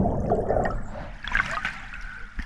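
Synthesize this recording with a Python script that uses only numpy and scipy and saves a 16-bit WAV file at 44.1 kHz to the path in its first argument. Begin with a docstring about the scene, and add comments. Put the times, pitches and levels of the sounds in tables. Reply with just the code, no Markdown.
"""Churning water around a camera in a waterproof housing, which breaks the surface at about 0.9 s.
Below, bubbles ring as damped sines: large ones gurgle dully through the housing, tiny ones tick.
A thin whistle sounds near the surface, then the water drains off. Above, water sloshes and plops
around a diver's gear and a thin stream trickles down. Moving water rocks the housing throughout."""
import sys
import numpy as np
from scipy import signal
from scipy.fft import rfft, irfft
from scipy.io import wavfile
from scipy.ndimage import uniform_filter1d

SR = 44100
rng = np.random.default_rng(int(sys.argv[2]) if len(sys.argv) > 2 else 0)


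def unload_audio(sound):
    """Save the sound as a 16-bit wav file, at the path given as the first command line argument."""
    columns = np.transpose(np.atleast_2d(sound))
    # keep every value between -1 and 1, then stretch to whole-number steps
    steps = np.round(np.clip(columns, -1, 1) * 32767)
    wavfile.write(sys.argv[1], SR, steps.astype(np.int16))


N = 108265
TIME_S = np.arange(N) / SR
SWELL_CYCLES, DEEP_SWELL_CYCLES, TICK_SWELL_CYCLES = 0.68, 2.24, 2.0
TICK_DECAY_S, GLIDE_PER_S = 0.0017, 0.21
WHISTLE_WOBBLE_HZ, WHISTLE_FLUTTER_DB = 217, 0.5
FADE_DB_PER_S, CUTOFF_HZ = 250, 14800

# Loudness of the bubble swarms. Each row: time in seconds, level in dB.
CHURN_LEVELS = [(0, -28), (.08, -32), (.14, -29), (.21, -35.5), (.3, -30), (.33, -29), (.39, -28),
                (.45, -32.5), (.51, -27), (.6, -29), (.67, -30), (.72, -36.5), (.77, -46), (.9, -54.5)]
FROTH_LEVELS = [(0, -58), (.06, -57), (.12, -53), (.2, -56), (.26, -50), (.285, -54), (.36, -52),
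                (.44, -55), (.5, -44), (.62, -43), (.68, -41), (.74, -46), (.85, -51), (.95, -65)]
FIZZ_LEVELS = [(0, -69), (.18, -69), (.26, -66), (.36, -67), (.45, -70), (.6, -68), (.66, -64), (.72, -68),
               (.82, -73), (.95, -76)]
DRAIN_LEVELS = [(.72, -47.5), (.82, -54), (.92, -43.5), (1.01, -38), (1.07, -42), (1.11, -50.5),
                (1.16, -53.5), (1.24, -67)]
SLOSH_LEVELS = [(.95, -50.5), (1.18, -49.5), (1.25, -46), (1.33, -32.5), (1.42, -35), (1.48, -35),
                (1.53, -32.5), (1.61, -40), (1.68, -37), (1.74, -39.5), (1.83, -41), (1.9, -44),
                (1.95, -47), (2.02, -46), (2.16, -47.5), (2.3, -51), (2.37, -51.5), (2.43, -42)]
SPRAY_LEVELS = [(1.15, -67), (1.33, -70), (1.44, -53), (1.52, -52.5), (1.61, -64), (1.66, -53), (1.76, -73),
                (1.88, -66), (2.03, -68), (2.15, -65), (2.33, -71), (2.43, -57.5)]
# Filters that colour the swarms and noises. 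Each row: frequency in Hz, relative gain in dB.
CHURN_EQ = [(150, -20.5), (260, -5.5), (330, -4.5), (400, 2.5), (520, 1.5), (700, 3.5), (820, -6.5),
            (1000, -18), (1200, -39), (2000, -54.5), (4000, -90.5), (12000, -110)]
FROTH_EQ = [(600, -42.5), (1050, 13), (1300, 13.5), (1850, 6.5), (2050, -3.5), (2300, -8.5), (2700, -35),
            (3100, -25.5), (3800, -43.5), (6000, -58.5), (15000, -91)]
FIZZ_EQ = [(1500, -29), (2500, -3.5), (3100, 0.5), (3900, -15), (4600, -8.5), (5300, 0.5), (6300, -2),
           (7300, -2), (8700, -6.5), (10000, -5.5), (12000, -9.5), (13500, -29.5), (15000, -37)]
SWAY_EQ = [(3, -12.5), (10, 9), (16, -11.5), (30, 5.5), (55, -9), (90, -27.5), (200, -71.5), (1000, -110)]
RUMBLE_EQ = [(35, -13.5), (70, -2), (110, -2.5), (160, -7.5), (215, -2.5), (270, -14), (380, -28),
             (900, -31.5), (3000, -79.5), (10000, -120)]
SPATTER_EQ = [(500, -5), (2000, -8.5), (5000, 7), (8000, -14), (10500, -6), (13000, -26), (15000, -31)]
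DRAIN_EQ = [(200, -5.5), (330, -0.5), (420, -15.5), (580, 4.5), (850, 2), (1150, -8), (1700, -7.5),
            (2500, -29.5), (4500, -25.5), (7000, -41.5), (10000, -42.5), (15000, -69)]
SLOSH_EQ = [(200, -1), (380, -15), (600, -12), (850, -3.5), (1100, -7.5), (1500, 3), (1900, 2),
            (2500, -4.5), (3500, -14), (5000, -23.5), (7000, -25), (10000, -40), (11500, -38.5),
            (15000, -72)]
SPRAY_EQ = [(1500, -23), (3500, -12), (5000, 9), (7000, -5), (10000, -4.5), (11500, -23), (13500, -19),
            (15000, -40)]
# Sustained tones. Each row: time in seconds, pitch in Hz, level in dB.
THROB_TRACK = [(0, 192, -16.5), (.02, 196, -16), (.04, 198, -17), (.055, 200, -36), (.075, 190, -27),
               (.09, 180, -45)]
WHISTLE_TRACK = [(.63, 7800, -85), (.66, 7700, -63), (.71, 6900, -72), (.77, 7500, -66), (.805, 7700, -80),
                 (.83, 7700, -64), (.88, 7250, -60), (.915, 7600, -63), (.94, 7300, -82)]
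TRICKLE_TRACK = [(1.88, 1464, -60), (1.94, 1460, -44), (2.0, 1465, -45), (2.06, 1491, -42),
                 (2.14, 1502, -38), (2.21, 1506, -43), (2.28, 1488, -47), (2.36, 1400, -58)]
# Flow pressing on the housing. Each row: time in seconds, sway level in dB, rumble level in dB.
FLOW_LEVELS = [(0, -43, -21.5), (.1, -29.5, -28), (.3, -36.5, -28), (.45, -32, -35), (.6, -30.5, -29.5),
               (.79, -31, -37), (.88, -35, -42), (1.02, -37.5, -39), (1.18, -40, -52.5), (1.33, -36, -41),
               (1.46, -37, -40), (1.56, -38.5, -47), (1.8, -42.5, -49), (2.05, -35, -52.5),
               (2.16, -47, -52.5), (2.25, -32.5, -52.5), (2.32, -49, -57.5), (2.4, -27.5, -50)]
# Damped rings. Each row: start in seconds, pitch in Hz, peak level in dB, decay in seconds.
DEEP_BUBBLES = [(.048, 679, -22.5, 0.01), (.055, 682.4, -16.5, 0.0086), (.117, 897, -33, 0.023),
                (.14, 1005, -37, 0.013), (.304, 393, -19, 0.0023), (.315, 701, -12, .005),
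                (.3247, 653, -21, 0.0089), (.327, 403, -20, 0.014), (.489, 1765, -37.5, .009),
                (.502, 605, -18.5, 0.0062), (.512, 1766, -38.5, 0.019), (.527, 710, -18, 0.0063),
                (.535, 1510, -41, .012), (.563, 611, -13.5, 0.0055), (.597, 717, -17, 0.0054),
                (.651, 1845, -22.5, 0.011), (.654, 750, -17, 0.0028), (.6632, 1700, -32, 0.0055),
                (.7023, 1305, -28, 0.011), (.773, 1390, -45, 0.027)]
SHOVES = [(.73, 25.5, -22.5, 0.027), (1.297, 26, -22.5, 0.049), (2.387, 48, -26.5, 0.0093),
          (2.391, 220, -28, 0.006)]  # swells hitting the housing
PLOPS = [(1.244, 1680, -26.5, 0.0091), (1.2758, 1480, -18, 0.00085), (1.276, 3370, -20, 0.0032),
         (1.317, 990, -23, 0.0073), (1.3525, 1618, -10, 0.0063), (1.37, 1620, -9, 0.0013),
         (1.3716, 2560, -16.5, 0.00055), (1.3764, 2680, -25, 0.0016), (1.3893, 2105, -15.5, 0.005),
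         (1.3893, 1500, -19, 0.0026), (1.392, 1655, -27, 0.0071), (1.3979, 1120, -16.5, 0.0072),
         (1.3986, 1443, -6.5, 0.0019), (1.4013, 1537, -13.5, 0.0044), (1.4618, 2790, -26, 0.0026),
         (1.497, 1365, -24.5, 0.0045), (1.512, 1800, -23.5, 0.0067), (1.533, 1137, -23.5, 0.007),
         (1.5346, 1567, -25.5, 0.0092), (1.5685, 1232, -18, 0.013), (1.5686, 1110, -24.5, 0.0077),
         (1.569, 2700, -27.5, .002), (1.624, 1480, -32, 0.021), (1.6486, 1514, -20, .013),
         (1.648, 2300, -20, 0.0021), (1.672, 1850, -24, 0.007), (1.6852, 1544, -25, 0.012),
         (1.7409, 1338, -37.5, 0.037), (1.9288, 1450, -27, 0.0068), (1.9393, 2562, -28.5, 0.0039),
         (1.9537, 1553, -30, 0.0064), (2.3901, 1690, -23.5, 0.0012), (2.3982, 1835, -26.5, 0.0045),
         (2.424, 2100, -32.5, 0.0021)]
# Tiny bubbles and droplets. Each row: start in seconds, level in dB, pitch in Hz.
TICKS = [(.083, -58, 8000), (.104, -54, 3180), (.203, -45, 6220), (.224, -55, 6060), (.242, -56, 8500),
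         (0.259, -47.5, 2550), (.267, -51, 5130), (.299, -51, 4460), (.313, -52, 3280), (.351, -44, 7740),
         (.354, -51.5, 2920), (.354, -53, 4580), (.3675, -51.5, 7200), (.391, -54, 8200),
         (.4095, -49, 8860), (.424, -57.5, 3100), (.488, -50.5, 6900), (.501, -47.5, 5060),
         (.586, -53.5, 8900), (.638, -36.5, 7310), (0.653, -37.5, 2910), (0.652, -39.5, 4870),
         (.707, -41.5, 5260), (0.712, -48.5, 2900), (.74, -62, 4760), (1.229, -42, 4530),
         (1.275, -38.5, 5600), (1.349, -50, 6700), (1.424, -42, 5900), (1.461, -34.5, 5900),
         (1.5134, -31, 7070), (1.529, -37, 4660), (1.5508, -30.5, 4040), (1.734, -47, 8100),
         (2.012, -40, 5600), (2.424, -44.5, 4900)]
# Sudden bursts. Each row: start in seconds, level in dB, decay in seconds.
BREAKUPS = [(.298, -33, 0.0074), (.32, -46, 0.0089), (.651, -36, 0.022)]  # air pockets breaking into froth
SPATTERS = [(.299, -55.5, 0.0022), (.652, -53, 0.0059), (1.2755, -51, 0.0018), (1.3485, -34, 0.0013),
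            (1.513, -38, .004), (1.733, -49, 0.015), (2.0115, -53, 0.0028), (2.022, -47.5, 0.0069),
            (2.397, -49, 0.0026), (2.424, -43, 0.0024)]
SLAPS = [(1.243, -40.5, 0.013), (1.456, -36, 0.014), (1.648, -24.5, .017), (1.937, -37.5, 0.0086)]
# Filling air pockets. Each row: start and length in seconds, first and last pitch in Hz, level in dB.
GULPS = [(.33, 0.0995, 401.8, 477.5, -28), (0.469, 0.1, 370, 522.5, -27.5), (.56, 0.15, 520, 745, -28.5),
         (0.931, 0.065, 570, 611, -39.5), (1.47, .14, 543, 786, -38.5), (1.723, 0.182, 763, 778, -51),
         (2.162, 0.11, 480, 475, -56.5)]


def amp(db):
    """Decibels to gain."""
    return 10 ** (np.asarray(db) / 20)


def unit(x):
    """Scale to rms 1."""
    return x / np.sqrt(np.mean(x ** 2) + 1e-20)


def curve(rows, column=1):
    """One table column, interpolated over time."""
    rows = np.array(rows)
    return np.interp(TIME_S, rows[:, 0], rows[:, column])


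def level(rows, column=1):
    """Gain from a dB curve, fading outside its span."""
    outside_s = np.maximum(rows[0][0] - TIME_S, 0) + np.maximum(TIME_S - rows[-1][0], 0)
    return amp(curve(rows, column) - FADE_DB_PER_S * outside_s)


def colour(x, eq):
    """Minimum-phase filter."""
    size = 2 ** 17
    hz, db = np.transpose(eq)
    bin_hz = abs(np.fft.fftfreq(size, 1 / SR))
    gain = amp(np.interp(np.log(bin_hz + 1), np.log(hz), db))
    response = np.exp(np.conj(signal.hilbert(np.log(gain))))[:size // 2 + 1]
    return irfft(rfft(x, size) * response)[:N]


def steady(x, span_s):
    """Hold rms near 1, keeping detail quicker than the span."""
    size = max(8, int(span_s * SR))
    power = uniform_filter1d(uniform_filter1d(x * x, size), size)
    return x / np.sqrt(abs(power) + 1e-12)


def wander(rate_hz):
    """Smooth noise of rms 1."""
    hz = np.fft.rfftfreq(N, 1 / SR)
    return unit(irfft(rfft(rng.standard_normal(N)) * np.exp(-(hz / rate_hz) ** 2), N))


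def ring(hz, decay_s, swell_cycles):
    """One bubble: a damped sine that swells to peak 1 and creeps up in pitch."""
    t = np.arange(int(9 * decay_s * SR) + 8) / SR
    envelope = (1 - np.exp(-(t * hz / swell_cycles) ** 2)) * np.exp(-t / decay_s)
    return envelope / envelope.max() * np.sin(2 * np.pi * hz * (t + GLIDE_PER_S * t * t / 2))


def rings(rows, swell_cycles):
    """One damped ring per row."""
    out = np.zeros(N)
    for start_s, hz, db, decay_s in rows:
        sound = amp(db) * ring(hz, decay_s, swell_cycles)
        slot = out[round(start_s * SR):][:len(sound)]
        slot += sound[:len(slot)]
    return out


def swarm(eq, low_hz, high_hz, per_s, decay_cycles, spread_db, hiss):
    """Random bubbles of 36 sizes over turbulent hiss, rms near 1."""
    bubbles = np.zeros(N)
    for hz in np.geomspace(low_hz, high_hz, num=36):
        born = rng.random(N) < per_s / 36 / SR
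        strength_db = spread_db * np.minimum(rng.exponential(1, N), 3.5)
        kicks = born * amp(strength_db) * rng.choice([-1, 1], N)
        bubble = ring(hz, decay_cycles / hz, SWELL_CYCLES)
        bubbles += np.sqrt(hz) * unit(signal.oaconvolve(kicks, bubble)[:N])
    turbulence = hiss * rng.standard_normal(N) * np.sqrt(SR / 2 / (high_hz - low_hz))
    return steady(colour(unit(bubbles) + turbulence, eq), span_s=0.047)


def bursts(rows, attack_s):
    """Envelope of sudden, decaying blows."""
    out = np.zeros(N)
    for start_s, db, decay_s in rows:
        age_s = np.maximum(TIME_S - start_s, 0)
        out += amp(db) * (1 - np.exp(-age_s / attack_s)) * np.exp(-age_s / decay_s)
    return out


def fuzzy_tone(pitch_hz, width_hz):
    """A randomly shaken cavity ringing along a pitch curve."""
    pole = np.exp(-np.pi * width_hz / SR)
    noise = rng.standard_normal(N) + 1j * rng.standard_normal(N)
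    shake = signal.lfilter([1], [1, -2 * pole, pole * pole], noise)
    carrier = np.exp(2j * np.pi * np.cumsum(pitch_hz) / SR)
    return steady((shake * carrier).real, span_s=0.09)


def churning_water():
    """Large bubbles churn, smaller ones froth, the finest fizz."""
    churn = swarm(CHURN_EQ, 256.6, 949, per_s=900, decay_cycles=4.7, spread_db=2, hiss=0.33)
    froth = swarm(FROTH_EQ, 1046, 3236, per_s=700, decay_cycles=12, spread_db=5.5, hiss=0.19)
    fizz = swarm(FIZZ_EQ, 2400, 10000, per_s=900, decay_cycles=7, spread_db=4, hiss=0.45)
    froth_gain = level(FROTH_LEVELS) + bursts(BREAKUPS, attack_s=0.001)
    return churn * level(CHURN_LEVELS) + froth * froth_gain + fizz * level(FIZZ_LEVELS)


def throb():
    """A large air pocket pulses against the housing."""
    return np.sin(2 * np.pi * np.cumsum(curve(THROB_TRACK)) / SR) * level(THROB_TRACK, column=2)


def housing():
    """Moving water sways, rumbles and shoves the housing."""
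    sway = steady(colour(rng.standard_normal(N), SWAY_EQ), span_s=0.16)
    rumble = steady(colour(rng.standard_normal(N), RUMBLE_EQ), span_s=0.046)
    shoves = rings(SHOVES, SWELL_CYCLES)
    return sway * level(FLOW_LEVELS) + rumble * level(FLOW_LEVELS, column=2) + shoves


def deep_bubbles():
    """Bubbles ring as they pinch off under water."""
    return rings(DEEP_BUBBLES, DEEP_SWELL_CYCLES)


def ticks():
    """Tiny bubbles and droplets tick on the housing."""
    return rings([(start_s, hz, db, TICK_DECAY_S) for start_s, db, hz in TICKS], TICK_SWELL_CYCLES)


def spatter():
    """Drops burst on the housing."""
    return unit(colour(rng.standard_normal(N), SPATTER_EQ)) * bursts(SPATTERS, attack_s=0.0001)


def gulps():
    """Air pockets ring as water runs in, most rising in pitch."""
    out = np.zeros(N)
    for start_s, length_s, first_hz, last_hz, db in GULPS:
        fill = np.clip((TIME_S - start_s) / length_s, 0, 1)
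        pitch_hz = first_hz + (last_hz - first_hz) * fill
        out += amp(db) * np.sin(np.pi * fill) * fuzzy_tone(pitch_hz, width_hz=57)
    return out


def whistle():
    """A thin, raspy whistle wavers as the surface nears."""
    pitch_hz = curve(WHISTLE_TRACK) + WHISTLE_WOBBLE_HZ * wander(rate_hz=50)
    tone = fuzzy_tone(pitch_hz, width_hz=500)
    flutter = amp(WHISTLE_FLUTTER_DB * wander(rate_hz=120))
    return tone * level(WHISTLE_TRACK, column=2) * flutter


def drain():
    """A sheet of water runs off the housing."""
    sheet = swarm(DRAIN_EQ, 448, 7700, per_s=3800, decay_cycles=2.9, spread_db=2.5, hiss=0.95)
    return sheet * level(DRAIN_LEVELS)


def sloshing():
    """Surface water sloshes, slaps and throws fine spray."""
    slosh = swarm(SLOSH_EQ, 603.2, 9014, per_s=2200, decay_cycles=11.4, spread_db=4, hiss=0.65)
    spray = swarm(SPRAY_EQ, 3000, 12000, per_s=900, decay_cycles=2.5, spread_db=5, hiss=0.85)
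    slosh_gain = level(SLOSH_LEVELS) + bursts(SLAPS, attack_s=0.00079)
    return slosh * slosh_gain + spray * level(SPRAY_LEVELS)


def plops():
    """Surface bubbles swell within about one cycle and ring out."""
    return rings(PLOPS, SWELL_CYCLES)


def trickle():
    """A thin stream falls on the surface with a fuzzy note."""
    return fuzzy_tone(curve(TRICKLE_TRACK), width_hz=166) * level(TRICKLE_TRACK, column=2)


def scene():
    """All the water, in mono."""
    below = churning_water() + throb() + deep_bubbles() + whistle()
    water = below + drain() + sloshing() + spatter() + plops() + trickle() + gulps() + ticks()
    return (water + housing())[None]


def record(dry):
    """Low-pass at CUTOFF_HZ."""
    taps = signal.firwin(511, CUTOFF_HZ, window=("kaiser", 9), fs=SR)
    return signal.oaconvolve(dry, taps[None], "same")


dry = scene()
out = record(dry)
unload_audio(out)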